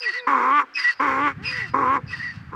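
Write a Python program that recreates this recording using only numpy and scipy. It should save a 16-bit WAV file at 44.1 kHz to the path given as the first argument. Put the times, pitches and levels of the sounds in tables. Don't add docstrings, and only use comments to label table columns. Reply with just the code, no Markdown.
import sys
import numpy as np
from scipy import signal
from scipy.fft import rfft, irfft, next_fast_len
from scipy.io import wavfile
from scipy.ndimage import uniform_filter1d

SR = 44100
rng = np.random.default_rng(int(sys.argv[2]) if len(sys.argv) > 2 else 0)


def dump(signal):
    limited = np.clip(np.atleast_2d(signal).T, -1, 1)
    pcm = np.round(limited * 32767).astype(np.int16)
    wavfile.write(sys.argv[1], SR, pcm)


N = 112454
TIME_S = np.arange(N) / SR

# start_s, end_s, level_db, release_s
HEES = [(.005, 0.203, -38, 0.028), (0.756, 0.945, -32.5, 0.033), (1.418, 1.719, -36.5, 0.11),
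        (2.077, 2.435, -37.5, 0.4)]
# freq_hz, relative_db
AIR_SPECTRUM = [(680, -35), (1000, 0.5), (2000, 7), (2250, -13), (2700, 8), (3300, -11.5), (4600, -4),
                (7300, -24.5), (9300, -28.5), (10800, -43.5), (14000, -37.5)]
# start_s, end_s, top_pitch_hz, level_db, hoarseness (0-1)
WHISTLES = [(-.01, 0.083, 4942, -33, 0.2), (.01, 0.062, 2665, -30.5, 0.58),
            (0.046, 0.113, 1954, -23.5, 0.1), (0.059, 0.21, 4580, -44.5, 0.97),
            (0.117, 0.212, 1962, -30, 0.18), (.18, 0.207, 4020, -38, 0.7), (0.735, 0.797, 5250, -38, 0.82),
            (0.78, 0.859, 4969, -30, 0.02), (0.744, 0.787, 2606, -25.5, 0.15),
            (0.764, 0.857, 2002, -30, 0.7), (0.831, 0.922, 1979, -19, 0.04), (.87, 0.946, 4693, -42.5, 0.7),
            (1.446, 1.597, 5023, -34.5, 0.15), (1.437, 1.516, 2616, -28.5, 0.72),
            (1.509, 1.675, 1975, -29.5, 0.57), (2.061, 2.348, 4895, -47.5, 0.61),
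            (2.075, 2.132, 2670, -38.5, 0.18), (2.119, 2.158, 1941, -28.5, 0.2),
            (2.184, 2.337, 1918, -31, 0.2)]
# time_s, pitch_hz, level_db
MOANS = [
    [(0, 509, -46.5), (.06, 467, -41), (.12, 332, -47.5)],
    [(.12, 420, -51.5), (.18, 516, -42), (.265, 476, -40)],
    [(1.38, 339.2, -46.5), (1.49, 516.3, -46), (1.57, 505, -43), (1.68, 332.6, -47)],
]
MOAN_REEDINESS = [.2, .3, .7]
# time_s, pitch_hz
HAW_PITCH = [
    [(.27, 263.3), (.292, 287.2), (.41, 237.5), (.458, 257.1), (.5, 263.4), (.535, 290.6), (.575, 298),
     (.63, 266)],
    [(1.0, 264.4), (1.03, 297.8), (1.096, 267.6), (1.16, 265.5), (1.25, 297.8), (1.3, 272.6)],
    [(1.74, 254.2), (1.768, 281.2), (1.815, 273), (1.843, 242), (1.957, 288), (1.97, 247)],
]
# time_s, mid_db, bass_db, treble_db
HAW_LEVELS = [
    [(.268, -16.5, -29.5, -19.5), (.345, -18.5, -29.5, -25.5), (.42, -18.5, -29.5, -23.5),
     (.53, -15.5, -31, -26), (.598, -12.5, -34.5, -18.5), (.625, -23.5, -45, -30), (.65, -46, -42, -70)],
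    [(.995, -17, -27, -22), (1.12, -21.5, -28.5, -21.5), (1.22, -20, -27, -25), (1.278, -16, -26.5, -19),
     (1.33, -40.5, -47, -34.5)],
    [(1.735, -20, -25.5, -27), (1.8, -22.5, -26.5, -29), (1.9, -17.5, -29, -27.5),
     (1.97, -18.5, -29.5, -25), (2.0, -48, -37, -60)],
]
# time_s, roughness (0-1)
HAW_ROUGHNESS = [(.345, .6), (.41, 1), (.5, .55), (.535, .08), (.585, .08), (.615, .8), (1.03, .5),
                 (1.17, .75), (1.24, .1), (1.31, .6), (1.83, .9), (1.9, .3), (1.98, .7)]
SURGES_S = [0.272, 0.333, 0.353, 1.085, 1.748, 1.791, 1.831]
# freq_hz, gain_db
THROAT_RESPONSE = [(130, -34), (280, -11.5), (500, -11.5), (660, -28.5), (820, -8.5), (1060, 7),
                   (1300, 1.5), (1650, -9.5), (1900, -16), (2130, -9.5), (2450, -21.5), (2800, -23),
                   (4000, -44), (7000, -52), (10000, -72.5), (14000, -66.5)]
# time_s, level_db
WIND_LEVEL = [(.93, -98), (1.02, -42.5), (1.3, -48.5), (1.35, -40)]
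# freq_hz, relative_db
WIND_SPECTRUM = [(25, -42), (70, 6), (120, 12.5), (300, -3.5), (600, -61.5)]
# time_s, peak_db
BUFFETS = [(2.042, -23.5), (2.377, -26)]
# freq_hz, gain_db
ECHO_RESPONSE = [(420, 7.5), (900, -15.5), (4900, 10), (7000, -5.5)]
# freq_hz, relative_db
STILL_AIR_SPECTRUM = [(60, -16.5), (650, -6), (1600, 5.5), (3500, -16), (12000, -41)]


def from_db(db):
    return 10 ** (np.asarray(db) / 20)


def unit_rms(x):
    return x / np.sqrt(np.mean(x ** 2) + 1e-20)


def even(x):
    return x / np.sqrt(uniform_filter1d(uniform_filter1d(x ** 2, 850), 425) + 1e-14)


def curves(rows):
    times_s, *columns = np.transpose(rows)
    return [np.interp(TIME_S, times_s, column) for column in columns]


def swell(start_s, end_s, attack_s, release_s):
    return np.clip((TIME_S - start_s) / attack_s, 0, 1) * np.clip((end_s - TIME_S) / release_s, 0, 1)


def gate(rows, attack_s, fade_s=.014):
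    return swell(rows[0][0], rows[-1][0] + fade_s / 2, attack_s, fade_s)


def drift(rate_hz):
    pole = np.exp(-2 * np.pi * rate_hz / SR)
    return unit_rms(signal.lfilter([1], [1, -2 * pole, pole * pole], rng.standard_normal(N + SR))[SR:])


def colour(x, spectrum):
    size = next_fast_len(N + SR) * 2
    hz, db = np.transpose(spectrum)
    bins_hz = np.maximum(np.arange(size // 2 + 1) * SR / size, 1)
    gain = from_db(np.interp(np.log(bins_hz), np.log(hz), db))
    cepstrum = irfft(np.log(gain))
    cepstrum[1:size // 2] *= 2
    cepstrum[size // 2 + 1:] = 0
    return irfft(rfft(x, size) * np.exp(rfft(cepstrum)))[:N]


def band(x, hz, kind):
    return signal.sosfilt(signal.butter(4, hz, kind, fs=SR, output="sos"), x)


def reflections(x, t60_s, peak_s=0):
    tail = rng.standard_normal(N) * from_db(-60 * np.abs(TIME_S - peak_s) / t60_s)
    return signal.fftconvolve(x, tail / np.sqrt(np.sum(tail ** 2)))[:N]


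def hees(sag=.055, arch_below_hz=2300, overtone_limit_hz=10200):
    air = even(colour(rng.standard_normal(N), AIR_SPECTRUM)) * from_db(2 * drift(37))
    out = air * sum(from_db(db) * swell(start_s, end_s, .037, release_s)
                    for start_s, end_s, db, release_s in HEES)
    waver_hz = 28 * drift(45)
    fray = drift(170) + 1j * drift(170)
    for start_s, end_s, top_hz, db, hoarse in WHISTLES:
        length_s = end_s - start_s
        progress = np.clip((TIME_S - start_s) / length_s, 0, 1)
        droop = (2 * progress - 1) ** 2 if top_hz < arch_below_hz else progress
        pitch_hz = top_hz * (1 - sag * droop) + waver_hz
        phasor = np.exp(2j * np.pi * np.cumsum(pitch_hz) / SR)
        tone = phasor * (np.sqrt(2 * (1 - hoarse)) + np.sqrt(hoarse) * fray)
        overtones = sum(phasor ** k / k for k in (2, 3) if k * top_hz < overtone_limit_hz)
        whistle = even(np.real(tone + from_db(-28.5) * fray * overtones))
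        out += from_db(db) * swell(start_s, end_s, .018, length_s / 4) * whistle
    return out


def moans():
    out = 0
    for rows, reediness in zip(MOANS, MOAN_REEDINESS):
        glide_hz, db = curves(rows)
        pitch_hz = uniform_filter1d(glide_hz, 1500) * (1 + .01 * drift(60))
        phase = 2 * np.pi * np.cumsum(pitch_hz) / SR
        tone = np.sin(phase) + reediness * sum(np.sin(k * phase) for k in range(2, 6))
        out += gate(rows, attack_s=.014) * from_db(db) * unit_rms(tone)
    return out


def vocal_folds(pitch_hz, roughness, jitter_s=.00017, shimmer_db=3, rasp=.8):
    cycles = np.cumsum(pitch_hz * (1 + .012 * roughness * drift(50))) / SR
    count = np.arange(1, int(cycles[-1]))
    position = np.interp(count, cycles, np.arange(N))
    pulse_roughness = np.interp(position, np.arange(N), roughness)
    jitter, shimmer = pulse_roughness * rng.standard_normal((len(count), 2)).T
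    alternation = .45 * (-1) ** count * pulse_roughness
    position = np.clip(position + SR * jitter_s * (jitter + alternation), 0, N - 2)
    strength = from_db(shimmer_db * shimmer) * (1 + alternation)
    pulses = np.zeros(N)
    pulses[position.astype(int)] = strength * (1 - position % 1)
    pulses[position.astype(int) + 1] += strength * (position % 1)
    pulses = unit_rms(pulses)
    softened = uniform_filter1d(pulses, 20)
    pulses = (1 - roughness) * pulses + roughness * softened
    puffs = unit_rms(rng.standard_normal(N) * np.exp(-1.3 * (cycles % 1)))
    return band(pulses, 4500, "low") + rasp * roughness * puffs + band(puffs, 3000, "high")


def haws(ring_harmonic=4, ring_half_width_hz=35, surge_width_s=.008):
    pitch_hz, = curves(sum(HAW_PITCH, []))
    roughness, = curves(HAW_ROUGHNESS)
    voice = colour(vocal_folds(pitch_hz, roughness), THROAT_RESPONSE)
    phasor = np.exp(2j * np.pi * ring_harmonic * np.cumsum(pitch_hz) / SR)
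    baseband = signal.lfilter(*signal.butter(1, ring_half_width_hz, fs=SR), voice / phasor)
    ring = 2 * np.real(phasor * baseband)
    surge = 1 + .5 * sum(np.exp(-((TIME_S - at_s) / surge_width_s) ** 2) for at_s in SURGES_S)
    ringing_voice = voice + 1.3 * (surge - roughness) * ring
    mid = surge * even(band(band(ringing_voice, 963, "high"), 1704, "low"))
    bass = even(band(voice, 663, "low"))
    treble = even(band(voice, 1598, "high"))
    out = 0
    for rows in HAW_LEVELS:
        haw = sum(from_db(db) * part for db, part in zip(curves(rows), (mid, bass, treble)))
        out += gate(rows, attack_s=.006) * haw
    return out


def wind(buffet_hz=129.3, buffet_width_s=.0059):
    db, = curves(WIND_LEVEL)
    rumble = colour(rng.standard_normal(N), WIND_SPECTRUM) * from_db(3.3 * drift(18))
    out = from_db(db) * unit_rms(rumble)
    for at_s, peak_db in BUFFETS:
        offset_s = TIME_S - at_s
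        envelope = np.exp(-(offset_s / buffet_width_s) ** 2)
        out += from_db(peak_db) * envelope * np.cos(2 * np.pi * buffet_hz * offset_s)
    return out


def grunt(start_s=2.516, attack_s=.018, pitch_hz=151, level_db=-32):
    voice = colour(vocal_folds(np.full(N, pitch_hz), roughness=np.ones(N)), THROAT_RESPONSE)
    dark = voice + 3 * band(voice, 600, "low")
    return from_db(level_db) * even(dark) * np.clip((TIME_S - start_s) / attack_s, 0, 1)


def airway(x, spacing_hz=690, feedback=.45):
    lag = int(SR / spacing_hz)
    treble = band(x, 3500, "high")
    ringing = signal.lfilter([1], np.r_[1, np.zeros(lag - 1), -feedback], treble)
    return x - treble + ringing


def near_scatter(x):
    return from_db(-7.5) * reflections(band(x, 1700, "high"), t60_s=.06)


def scrub_echo(x):
    return from_db(-28) * colour(reflections(x, t60_s=.45, peak_s=.16), ECHO_RESPONSE)


def scene():
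    bray = airway(hees() + moans() + haws() + grunt())
    donkey = band(bray + near_scatter(bray), 180, "high")
    still_air = from_db(-50.5) * unit_rms(colour(rng.standard_normal(N), STILL_AIR_SPECTRUM))
    return (donkey + scrub_echo(donkey) + wind() + still_air)[None]


def record(dry):
    return signal.sosfilt(signal.ellip(10, .1, 80, 15600, fs=SR, output="sos"), dry)


dry = scene()
out = record(dry)
dump(out)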